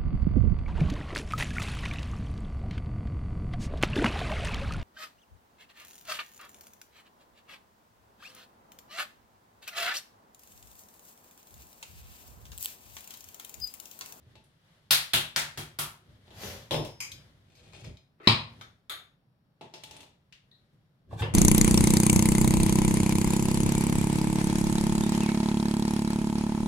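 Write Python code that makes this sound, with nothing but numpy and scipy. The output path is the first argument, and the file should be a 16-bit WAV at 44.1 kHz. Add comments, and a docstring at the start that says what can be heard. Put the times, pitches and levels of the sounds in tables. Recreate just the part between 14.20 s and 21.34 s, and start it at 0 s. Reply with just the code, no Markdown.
"""A full glass jar is opened in a small, lively kitchen. A palm slaps its base five times; a knife slides
off the counter and the jar is set down. The blade clinks and scratches under the metal lid until the vacuum
pops; the lid clicks free and is laid aside with the knife. Last, a big steel pot's glass lid is lifted.
Hits are coloured pulses plus ringing partials, rubs are showers of tiny slips; both excite the room.
Underneath lie room air and the rustle and bump of the cook's moves."""
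import sys
import numpy as np
from scipy import signal
from scipy.fft import rfft, irfft, next_fast_len
from scipy.io import wavfile

SR = 44100
rng = np.random.default_rng(int(sys.argv[2]) if len(sys.argv) > 2 else 0)


def wav_record(signal):
    """Record a signal, one row per channel, as 16-bit PCM in the file named by sys.argv[1]."""
    frames = np.transpose(np.atleast_2d(signal))
    bounded = np.clip(frames, -1, 1)
    # unit amplitude maps onto the largest positive 16-bit level
    quanta = np.round(bounded * 32767).astype(np.int16)
    wavfile.write(sys.argv[1], SR, quanta)


N = 314829
SIZE = 24576   # samples in one hit with its tail
AGE = np.arange(SIZE) / SR
HZ = np.maximum(np.fft.rfftfreq(SIZE, 1 / SR), 1)
PAN = np.array([[.5], [-.5]])   # splits a left-minus-right level between the channels


def from_db(db):
    """Decibels to gain."""
    return np.exp(np.asarray(db) * (np.log(10) / 20))


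def unit_energy(x):
    """Scale to a mean energy of one per channel."""
    return x / np.sqrt(np.mean(np.sum(x ** 2, axis=-1)) + 1e-30)


def at_hz(points, hz):
    """Read a table on a log-frequency axis."""
    point_hz, values = np.transpose(points)
    return np.interp(np.log(hz), np.log(point_hz), values)


def colour_db(points, hz):
    """An EQ curve that rolls off 18 dB per octave below its first point."""
    return at_hz(points, hz) - 18 * np.maximum(np.log2(points[0][0] / hz), 0)


def bell(hz, octaves):
    """An EQ bell of height one."""
    return np.exp(-(np.log2(HZ / hz) / octaves) ** 2)


def drift(rate, size):
    """A random wander of spread about one."""
    knots = rng.standard_normal(4096)
    return np.interp(np.arange(size) / SR * rate, np.arange(len(knots)), knots)


def swell(s, db, rise_s, fall_s, shape=1.5):
    """Envelope of a gesture peaking at s; shape 1 is pointed, 2 rounded."""
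    t = np.arange(N) / SR - s
    away = np.minimum(np.maximum(-t / rise_s, t / fall_s), 10)
    return from_db(db) * np.exp(-away ** shape)


def impact(gain_db):
    """The tightest causal pulse with this spectrum."""
    cepstrum = irfft(np.log(from_db(gain_db)))
    cepstrum[1:SIZE // 2] *= 2
    cepstrum[SIZE // 2 + 1:] = 0
    return irfft(np.exp(rfft(cepstrum)))


def ringing(modes, attack_s=0.0027):
    """Decaying partials; the higher ones reach the two ears out of step."""
    hz, db, t60 = np.transpose(modes)[:, :, None]
    phase = rng.normal(0, 1, (2, len(modes), 1)) * np.minimum(hz / 1000, 2)
    partials = from_db(db - 60 * AGE / t60) * np.sin(2 * np.pi * hz * AGE + phase)
    return unit_energy(partials.sum(axis=1) * (1 - np.exp(-AGE / attack_s)))


def add(out, s, sound, db, pan_db):
    """Place a unit-energy sound; db is its level if spread over 50 ms."""
    start = round(s * SR)
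    gain = from_db(db + PAN * pan_db) * np.sqrt(SR / 20)
    out[:, start:start + SIZE] += gain * sound[:, :N - start]


# stereo image of the room: (frequency [Hz], left-right correlation [-1 to 1])
ROOM_CORRELATION = [(50, 1), (150, 0.95), (300, 0.62), (600, 0.55), (1200, -.1), (2500, -0.11), (12000, 0)]
def diffuse(size):
    """Spectrum of noise from all sides: centred in the bass, wide on top."""
    hz = np.maximum(np.fft.rfftfreq(size, 1 / SR), 1)
    mid, side = rfft(rng.standard_normal((2, size)))
    alike = at_hz(ROOM_CORRELATION, hz)
    return hz, np.sqrt(1 + alike) * mid + np.sqrt(1 - alike) * side * [[1], [-1]]


def noise(colour):
    """Steady coloured stereo noise, rms one."""
    hz, field = diffuse(next_fast_len(N + 1, True))
    return unit_energy(irfft(field * from_db(colour_db(colour, hz)))[:, :N]) * np.sqrt(N)


# room air: (frequency [Hz], level [dB])
AIR_EQ = [(12, -38.5), (20, -11.5), (77, -8), (146, 2), (234, -10), (388, -17), (558, -18), (1090, -22.5),
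          (1810, -26.5), (2020, -31), (4940, -34.5), (5380, -40), (7310, -48), (11800, -40.5),
          (16000, -45.5)]
def room_tone(air_db=-68.5, whine_hz=5480, whine_db=-96.0):
    """A dark bed of air with a faint, wavering whine."""
    whine = np.sin(2 * np.pi * np.cumsum(whine_hz + 30 * drift(150, N)) / SR)
    return from_db(air_db) * noise(AIR_EQ) + from_db(whine_db) * whine


# reaches, leans and steps: (peak time [s], half length [s], rustle [dB], bump [dB])
MOVES = [(0.12, 0.15, -65, -56), (0.53, 0.19, -64.5, -67), (1.35, 0.4, -62, -61),
         (1.916, 0.087, -65.5, -54), (2.293, 0.14, -45.5, -43.5), (2.959, 0.21, -58.5, -52),
         (3.543, 0.21, -62, -53), (3.693, 0.052, -67, -40), (4.371, 0.14, -59.5, -52),
         (4.822, 0.1, -70, -67), (5.737, 0.12, -74.5, -56.5), (6.4, 0.46, -74, -68),
         (6.94, 0.037, -76.5, -40), (7.096, 0.095, -74, -34.5)]
# sleeves and apron: (frequency [Hz], level [dB])
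CLOTH_EQ = [(290, -30.5), (500, -1.5), (843, -6), (988, -6), (1980, -4), (2540, -10.5), (3340, -5),
            (7310, -19.5), (11300, -20.5), (16000, -32)]
# floor bumps: (frequency [Hz], level [dB])
FLOOR_EQ = [(15, -54), (25, -15), (102, 4.5), (196, -6.5), (253, -11), (387, -12), (430, -20), (472, -20.5),
            (577, -20.5), (600, -15.5), (780, -38.5), (1320, -120)]
def cook_moves(cloth_trim_db=-4.0, bump_trim_db=-3.5):
    """Each move rustles the clothes and bumps the floor."""
    rustling = sum(swell(s, db, half_s, half_s) for s, half_s, db, _ in MOVES)
    bumping = sum(swell(s, db, half_s, half_s) for s, half_s, _, db in MOVES)
    cloth = from_db(cloth_trim_db + 0.64 * drift(60, N)) * rustling * noise(CLOTH_EQ)
    return cloth + from_db(bump_trim_db) * bumping * noise(FLOOR_EQ)


# reverb decay in overlapping bands: (frequency [Hz], t60 [s])
REVERB_DECAY = [(80, .5), (250, 0.3), (700, 0.39), (1500, 0.37), (3500, 0.33), (7000, 0.3), (14000, 0.25)]
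BAND_HZ, BAND_T60 = np.transpose(REVERB_DECAY)
BAND_SHARE = np.float32([np.interp(np.log(HZ), np.log(BAND_HZ), one) for one in np.eye(len(BAND_HZ))])
BAND_FADE = np.float32(from_db(-60 * AGE / BAND_T60[:, None]))
# standing waves: (frequency [Hz], level [dB], t60 [s])
ROOM_MODES = [(88.4, -3.5, 0.15), (106.3, 3, 0.46), (146.4, 4.5, 0.45), (231.3, -1, 0.56),
              (368, -8.5, 0.32), (488, -5, .35), (592, -8, 0.17)]
def kitchen(direct_db, build_s=0.0045, cupboard_s=.022, counter_s=0.0061, waves_db=-21.5):
    """Response from one spot: direct sound, early scatter, a tail dying by band, standing waves."""
    _, field = diffuse(SIZE)
    field *= from_db(-3.5 * bell(110, 1))   # leave space for the standing waves
    tail = np.sum(irfft(field.astype(np.complex64) * BAND_SHARE[:, None]) * BAND_FADE[:, None], axis=0)
    # the near cupboards answer first, the far walls join a little later
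    bloom = (1 - np.exp(-AGE / build_s)) * from_db(-4 * np.exp(-(AGE / cupboard_s) ** 2))
    grain = from_db(3 * drift(1500, SIZE) * np.exp(-AGE / cupboard_s))
    tail = unit_energy(tail * bloom * grain)
    # counter and splashback smear the direct sound
    near = from_db(5) * unit_energy(irfft(field) * np.exp(-np.minimum(AGE / counter_s, 20)))
    near[0, 2] += 1
    near[1, 0] += 1
    return unit_energy(tail + from_db(waves_db) * ringing(ROOM_MODES) + from_db(direct_db) * unit_energy(near))


def in_room(pulse, direct_db, padded=2 ** 15):
    """Send a pulse through the kitchen."""
    return irfft(rfft(pulse[:padded - SIZE], padded) * rfft(kitchen(direct_db), padded))[:, :SIZE]


def strikes(hits, colour, modes, ring_db, pan_db, body_db, body_width_hz, max_t60=.32):
    """Knocks on one object, each with its own brightness and accent; partials die within max_t60."""
    out = np.zeros((2, N))
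    # the body's resonances also colour the knock
    humps = [from_db(db / 4) / (1 + ((HZ - hz) / min(body_width_hz, hz / 12)) ** 2) for hz, db, _ in modes]
    body = colour_db(colour, HZ) + body_db * np.max(humps, axis=0)
    for s, db, tilt, accent_hz, accent_db, direct_db in hits:
        tone = body + tilt * np.log2(np.maximum(HZ, 200)) + accent_db * bell(accent_hz, 0.28)
        ring = ringing([(hz, level + tilt * np.log2(hz), min(t60, max_t60)) for hz, level, t60 in modes])
        knock = in_room(unit_energy(impact(tone)), direct_db)
        add(out, s, knock + from_db(ring_db) * ring, db, pan_db)
    return out


def rub(strokes, colour, slips_per_s, trim_db, pan_db):
    """Tiny uneven slips under each stroke excite the surface and the room."""
    chance = slips_per_s / SR
    slips = (rng.random(N) < chance) * rng.standard_normal(N) / np.sqrt(chance)
    force = slips * sum(swell(*stroke) for stroke in strokes)
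    response = in_room(unit_energy(impact(colour_db(colour, HZ))), direct_db=2.5)
    return signal.fftconvolve(force[None], response, axes=1)[:, :N] * from_db(trim_db + PAN * pan_db)


# fingers on the pot's steel handle: (time [s], level [dB], pitch [Hz], relative width [-])
HANDLE_TOUCHES = [(6.125, -57.5, 3054, 1), (6.1250, -64, 2800, .1), (6.314, -63.5, 3870, 0.13),
                  (6.3137, -77, 1897, .05), (6.3532, -70.5, 3950, 0.13), (6.533, -61, 149, 0.55)]
def pot_handle():
    """Damped ticks and a soft bump as the hand takes hold."""
    out = np.zeros((2, N))
    for s, db, hz, width in HANDLE_TOUCHES:
        tone = 32 * bell(hz, 2 * width) - 3 * np.maximum(np.log2(HZ / hz), 0)
        add(out, s, in_room(unit_energy(impact(tone)), direct_db=-1), db, pan_db=1.5)
    return out


# lid on pot: (time [s], level [dB], tilt [dB/octave], accent [Hz], accent [dB], direct [dB])
POT_HITS = [(6.911, -51.5, -1.5, 1100, 13, -8), (6.9295, -42.5, -4.5, 720, 22, 9),
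            (7.009, -33.5, -13.5, 108, -8, -4), (7.0208, -36, 3.5, 3000, 9.5, -1),
            (7.029, -42, 3.5, 3000, -13, -7)]
# the pot's clunk: (frequency [Hz], level [dB])
POT_EQ = [(29, -40), (50, -5.5), (103, 2.5), (321, -17.5), (353, -26.5), (418, -21), (450, -3), (615, -14),
          (997, -11), (1580, -26), (1960, -23), (2680, -26), (5400, -42.5), (8970, -68), (16000, -67.5)]
# its ring: (frequency [Hz], level [dB], t60 [s] limited to max_t60)
POT_RING = [(104.7, 2.5, 0.41), (364, -6, 0.6), (456, -0.5, 0.38), (554, -27.5, .5), (935, -17, 0.41),
            (1440, -23, 0.27), (1740, -14, .5), (2040, -20, .17), (2700, -12.5, 0.15), (3360, -15, 0.092),
            (3640, -15, 0.1), (4900, -29, 0.14)]
# lid grazing the rim: (peak time [s], level [dB], rise [s], fall [s])
RIM_STROKES = [(6.93, -54, 0.021, 0.021), (7.005, -37, 0.019, 0.0097)]
# rim scrape: (frequency [Hz], level [dB])
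RIM_EQ = [(240, -23), (400, 0), (1180, -7), (1400, -19), (1560, 3), (1900, -13), (3870, -8.5), (5430, -18),
          (8900, -17), (16000, -29)]
def pot_lid():
    """The glass lid knocks and scrapes on the steel rim as it lifts."""
    knocks = strikes(POT_HITS, POT_EQ, POT_RING, ring_db=-0.5, pan_db=-0.5, body_db=2, body_width_hz=50)
    return knocks + rub(RIM_STROKES, RIM_EQ, slips_per_s=3700, trim_db=-0.5, pan_db=0.5)


# small knocks: (time [s], level [dB], tilt [dB/octave], accent [Hz], accent [dB], direct [dB])
TAP_HITS = [(0.155, -59, 0, 4200, 4, 0), (0.24, -72, 7.5, 9960, 9, -3), (2.0613, -76, 0, 3520, 10, -3),
            (2.079, -64, -2, 4200, 9, 4), (2.1062, -58, -0.5, 3460, 5, -1),
            (2.2345, -48.5, -1, 1600, 9, 11.5), (5.4108, -47.5, -1.5, 857, 4, -5.5),
            (5.5388, -48.5, 1.5, 5350, 8, -2), (5.6365, -48, 5, 3530, 1, 2.5),
            (5.7106, -52.5, 4, 5970, 4.5, 1.5), (5.7659, -56.5, 3.5, 9150, 10, 5),
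            (5.8054, -56, 5, 3990, -3, -1.5), (5.8308, -60, 2, 6000, -3, 7)]
# the lightly tapped counter: (frequency [Hz], level [dB])
TAP_EQ = [(71, -21), (120, -1), (289, -5), (370, -3), (698, -6), (856, -10), (930, -8), (1520, -16.5),
          (2700, -10), (3820, -10), (4780, -17), (9210, -25.5), (13900, -36), (16000, -47)]
# its ring: (frequency [Hz], level [dB], t60 [s] limited to max_t60)
TAP_RING = [(366, -7, 0.61), (646, -16, .25), (866, 4.5, 0.27), (2670, -2, 0.13), (3400, -20, .16)]
# jar lid pushed aside: (peak time [s], level [dB], rise [s], fall [s])
LID_STROKES = [(5.76, -54.5, 0.18, 0.1)]
def counter_clatter():
    """Jar, knife and lid tap the counter; the lid slides to rest."""
    taps = strikes(TAP_HITS, TAP_EQ, TAP_RING, ring_db=-8.5, pan_db=1, body_db=7.5, body_width_hz=43)
    return taps + rub(LID_STROKES, TAP_EQ, slips_per_s=570, trim_db=-1.5, pan_db=0.5)


# knife dragged over the counter: (peak time [s], level [dB], rise [s], fall [s])
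KNIFE_STROKES = [(2.24, -38.5, 0.052, 0.11)]
# its swish: (frequency [Hz], level [dB])
KNIFE_EQ = [(120, -31.5), (200, -1), (322, -24.5), (394, -1), (432, -6.5), (473, -3.5), (623, -8.5),
            (1100, -16), (5940, -13.5), (8270, -23), (13600, -19), (16000, -30)]
# the free blade: (frequency [Hz], level [dB], t60 [s])
KNIFE_RING = [(5220, 0.5, 0.66), (6320, -7, 0.51), (6318, -12, .55), (6971, -19.5, .4), (7800, -13, 0.21),
              (8270, -11, 0.21), (9000, -6, 0.44), (9400, -12, .5), (10200, -17, .3), (11500, -17, .25),
              (12543, -6, 0.33), (13000, -15, .35), (13867, -9.5, .35)]
def knife_pickup(jolt_s=2.5185):
    """The knife slides, is jolted as it leaves the counter and sings on."""
    out = rub(KNIFE_STROKES, KNIFE_EQ, slips_per_s=5400, trim_db=-1, pan_db=2)
    add(out, jolt_s, ringing(KNIFE_RING), db=-41, pan_db=-1)
    return out


# jar landing: (time [s], level [dB], tilt [dB/octave], accent [Hz], accent [dB], direct [dB])
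JAR_HITS = [(2.5092, -33, 2.5, 3350, 9, -2), (2.5185, -32, -0.5, 13000, 6, -10),
            (2.5437, -32.5, -0.5, 3430, 2, -1), (2.590, -36.5, -4, 400, 3.5, -10),
            (2.649, -46.5, 3.5, 3820, -5, -1.5)]
# the counter's thunk: (frequency [Hz], level [dB])
THUNK_EQ = [(29, -32.5), (50, -20.5), (141, -0.5), (203, -7.5), (450, -5.5), (615, -4.5), (765, -12),
            (927, -8.5), (1330, -23.5), (3670, -16.5), (4900, -26.5), (5400, -26.5), (7390, -34),
            (9410, -35), (16000, -43)]
# jar on counter: (frequency [Hz], level [dB], t60 [s] limited to max_t60)
JAR_RING = [(41.7, -18, 0.62), (145.4, -2, 0.55), (364, -1, 0.62), (546, 1, 0.15), (597.6, 5.5, 0.15),
            (2920, -23, .24), (3290, -20.5, .12)]
def jar_set_down():
    """The full jar settles in a quick run of knocks."""
    return strikes(JAR_HITS, THUNK_EQ, JAR_RING, ring_db=-2.5, pan_db=1, body_db=-2.5, body_width_hz=43)


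# blade on lid: (time [s], level [dB], tilt [dB/octave], accent [Hz], accent [dB], direct [dB])
BLADE_HITS = [(2.8040, -37, 2, 2390, 1, -4), (2.9180, -47.5, 4, 3670, 22.5, 4.5),
              (3.3524, -65.5, 2, 4000, 20, -4), (3.533, -61.5, -6.5, 3000, 5, 6.5),
              (3.6068, -68, 1, 3970, -2, 9.5), (3.6437, -56.5, -3, 3500, 0.5, 2.5),
              (3.7709, -63, -2, 3770, 27, 3.5)]
# the clink: (frequency [Hz], level [dB])
BLADE_EQ = [(530, -39), (900, -12), (1550, -16), (1900, -13.5), (2040, -11.5), (2270, -4.5), (3190, -15),
            (3550, -24.5), (4920, -11), (5610, -16), (6330, -9), (10400, -22.5), (13200, -20.5),
            (14900, -35), (16000, -48.5)]
# its ring: (frequency [Hz], level [dB], t60 [s] limited to max_t60)
BLADE_RING = [(2200, -8, .3), (2430, -2, .29), (3122, -5.5, .35), (5050, 4.5, 0.35), (5222, -8, .35),
              (6200, -1.5, .25), (7014, -17, 0.12), (11900, -2, 0.11)]
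# blade working under the lid: (peak time [s], level [dB], rise [s], fall [s])
PRY_STROKES = [(3.32, -69, .05, .04), (3.368, -62, 0.02, .04), (3.45, -54.5, .03, .04),
               (3.536, -53.5, .015, .045), (3.61, -56.5, 0.028, .02), (3.648, -49, 0.0082, 0.045)]
# the scratch: (frequency [Hz], level [dB])
PRY_EQ = [(180, -36), (300, -10.5), (372, -8), (425, -10), (645, -5), (787, -10), (1690, -21), (2480, -8.5),
          (2740, -14.5), (3290, -10.5), (9710, -25), (16000, -53.5)]
def blade_prying():
    """The blade clinks on the lid's rim and scratches beneath it."""
    out = strikes(BLADE_HITS, BLADE_EQ, BLADE_RING, ring_db=-8.5, pan_db=1.5, body_db=6.5, body_width_hz=94)
    return out + rub(PRY_STROKES, PRY_EQ, slips_per_s=400, trim_db=-1.5, pan_db=1.5)


# lid on thread: (time [s], level [dB], tilt [dB/octave], accent [Hz], accent [dB], direct [dB])
LID_HITS = [(4.000, -55.5, -10.5, 2550, 10.5, -9), (4.4115, -50, -1, 5820, 14.5, 0),
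            (4.6965, -39, 4, 3390, 2, -5.5), (4.702, -43.5, 0, 3400, 2.5, -14)]
# the click: (frequency [Hz], level [dB])
LID_EQ = [(150, -49.5), (250, -25), (360, -10.5), (557, -12), (845, -8.5), (1060, -12), (1380, -4),
          (2280, -9), (2910, -14), (3650, -4), (5630, -26.5), (7980, -23.5), (8850, -26), (11100, -19),
          (16000, -33.5)]
# its tinny ring: (frequency [Hz], level [dB], t60 [s] limited to max_t60)
LID_RING = [(1173, -2.5, 0.59), (1310, -0.5, 0.27), (2058, -9.5, 0.18), (2250, -5, .22), (3140, 1, .22),
            (3490, -6.5, 0.35), (3640, -2, 0.13), (4160, -6, .26), (6634, -13.5, 0.43), (7863, -13, 0.14),
            (11200, -12.5, .19)]
def screw_lid():
    """The metal lid clicks on the glass thread."""
    return strikes(LID_HITS, LID_EQ, LID_RING, ring_db=-6, pan_db=1, body_db=5, body_width_hz=65)


# palm on jar: (time [s], level [dB], thud [dB], hand hollow [Hz], hollow [dB], crack [dB],
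# dry snap [dB], ring [dB])
PALM_HITS = [(0.7089, -20.5, -9, 4260, 4.5, 8, -6, -44), (0.9346, -25.5, 5, 3480, 7.5, 6.5, -28, -45.5),
             (1.162, -27, 0.5, 1840, 2.5, 1.5, -7.5, -44.5), (1.3749, -41, 16.5, 386, 3, 6.5, -37, -47),
             (1.5886, -34.5, 8.5, 1176, 6.5, 12, -22, -47)]
# the smack: (frequency [Hz], level [dB])
PALM_EQ = [(29, -50), (50, -11.5), (145, -6.5), (184, -11.5), (229, -9), (258, -15), (371, -8.5),
           (450, -18), (545, -10.5), (1210, -6), (1400, -3.5), (3670, -2.5), (6870, -8), (12000, -14),
           (16000, -18)]
# the jar under the palm: (frequency [Hz], level [dB], t60 [s])
PALM_RING = [(147.4, -2.5, 0.3), (1390, -9.5, .25), (3268, -1, 0.31), (4540, -13, 0.2)]
def palm_slaps(direct_db=-8.5, pan_db=0.5, snap_hz=4900, snap_t60=0.0052, snap_trim_db=-29, graze_s=0.0022):
    """Air squeezed from under the palm cracks, coloured by the hand's hollow; the jar thuds and rings."""
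    out, base = np.zeros((2, N)), colour_db(PALM_EQ, HZ)
    scale = np.linalg.norm(impact(base))
    snap = np.sin(2 * np.pi * snap_hz * AGE) * from_db(-60 * AGE / snap_t60)
    for s, db, thud_db, hollow_hz, hollow_db, crack_db, snap_db, ring_db in PALM_HITS:
        hollow = bell(hollow_hz, .45) - 0.5 * bell(1.55 * hollow_hz, 0.36)   # a peak, a notch just above
        tone = base + thud_db * bell(150, 2.6) + hollow_db * hollow + crack_db * bell(12000, 0.57)
        smack = in_room(impact(tone) / scale, direct_db)
        add(out, s - graze_s, smack, db - 26.5, pan_db)   # the edge of the hand lands first
        add(out, s, smack, db, pan_db)
        add(out, s, unit_energy(snap[None]), snap_db + snap_trim_db, pan_db)
        add(out, s, ringing(PALM_RING), ring_db, pan_db)
    return out


# the vacuum lets go: (time [s], level [dB], tilt [dB/octave], accent [Hz], accent [dB], direct [dB])
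POP_HIT = [(4.0737, -18, 2, 4340, 1, -3)]
# the pop: (frequency [Hz], level [dB])
POP_EQ = [(45, -18.5), (75, -4.5), (112, 4), (220, -1.5), (450, -13.5), (750, -15), (1060, -5), (1500, -20),
          (2400, -12.5), (4200, -13.5), (5200, -21.5), (5800, -34), (9300, -38), (12000, -48), (15500, -58)]
# its ring: (frequency [Hz], level [dB], t60 [s] limited to max_t60)
POP_RING = [(116.6, 9.5, 0.25), (227.6, 4, 0.48), (284, -4, 0.39), (353.4, -3, .3), (659, -8, 0.36),
            (916, -11, .31), (1063, -6.5, 0.38), (1060, -10.5, .36), (1900, -13.5, 0.2),
            (2310, 0.5, 0.1876), (2470, -2.5, 0.55), (2410, -1, 0.56), (3128, -4.5, .17),
            (3280, -1.5, 0.18), (3880, -2.5, 0.29), (4300, -2, 0.24), (4030, 0, 0.67), (3967, -10, 0.1),
            (4870, -7.5, 0.19), (5023, -7.5, 0.48)]
# the seal giving way: (peak time [s], level [dB], rise [s], fall [s])
SEAL_STROKES = [(4.063, -45, .028, .014)]
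# its creak: (frequency [Hz], level [dB])
SEAL_EQ = [(400, -7), (1000, -13), (1380, 2), (1620, -13), (1980, 2), (2250, -12), (2570, -4), (3100, -23),
           (3900, -15.5), (5200, -23.5), (12000, -36.5)]
def vacuum_pop(buzz_hz=3900, buzz_t60=.022, rise_s=0.0021, puff_s=0.0011):
    """The seal creaks and pops; as air rushes in, the lid springs up with a puff and a hard buzz."""
    out = strikes(POP_HIT, POP_EQ, POP_RING, ring_db=-5, pan_db=0.5, body_db=2, body_width_hz=59)
    pop_s = POP_HIT[0][0]
    envelope = from_db(-60 * AGE / buzz_t60) * (1 - np.exp(-AGE / rise_s))
    buzz = envelope * np.sin(2 * np.pi * buzz_hz * AGE)
    swing = AGE / puff_s - 2
    puff = -swing * np.exp(-swing ** 2)
    add(out, pop_s, unit_energy(buzz[None]), db=-28.5, pan_db=7.5)
    add(out, pop_s - puff_s, unit_energy(puff[None]), db=-27, pan_db=1)
    return out + rub(SEAL_STROKES, SEAL_EQ, slips_per_s=950, trim_db=3.5, pan_db=3.5)


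def scene():
    """The mix: bed, props and the jar up front."""
    bed = room_tone() + cook_moves()
    props = pot_handle() + pot_lid() + counter_clatter() + knife_pickup()
    jar = jar_set_down() + blade_prying() + screw_lid() + palm_slaps() + vacuum_pop()
    return bed + props + jar


def record(dry, presence_hz=3200, presence_db=4.0, air_hz=10000, air_db=-2.0, cutoff_hz=15900):
    """The left microphone favours presence, the right one air; peaks clip and the top is cut."""
    size = next_fast_len(N + SIZE, True)
    lean_db = presence_db * bell(presence_hz, 1) + air_db * bell(air_hz, 0.93)
    balance = np.interp(np.fft.rfftfreq(size, 1 / SR), HZ, lean_db)
    heard = irfft(rfft(dry, size) * from_db(balance * PAN), size)[:, :N]
    high_cut = signal.ellip(10, .1, 80, cutoff_hz, fs=SR, output="sos")
    return signal.sosfilt(high_cut, np.clip(heard, -1, 1))


dry = scene()
out = record(dry)
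wav_record(out)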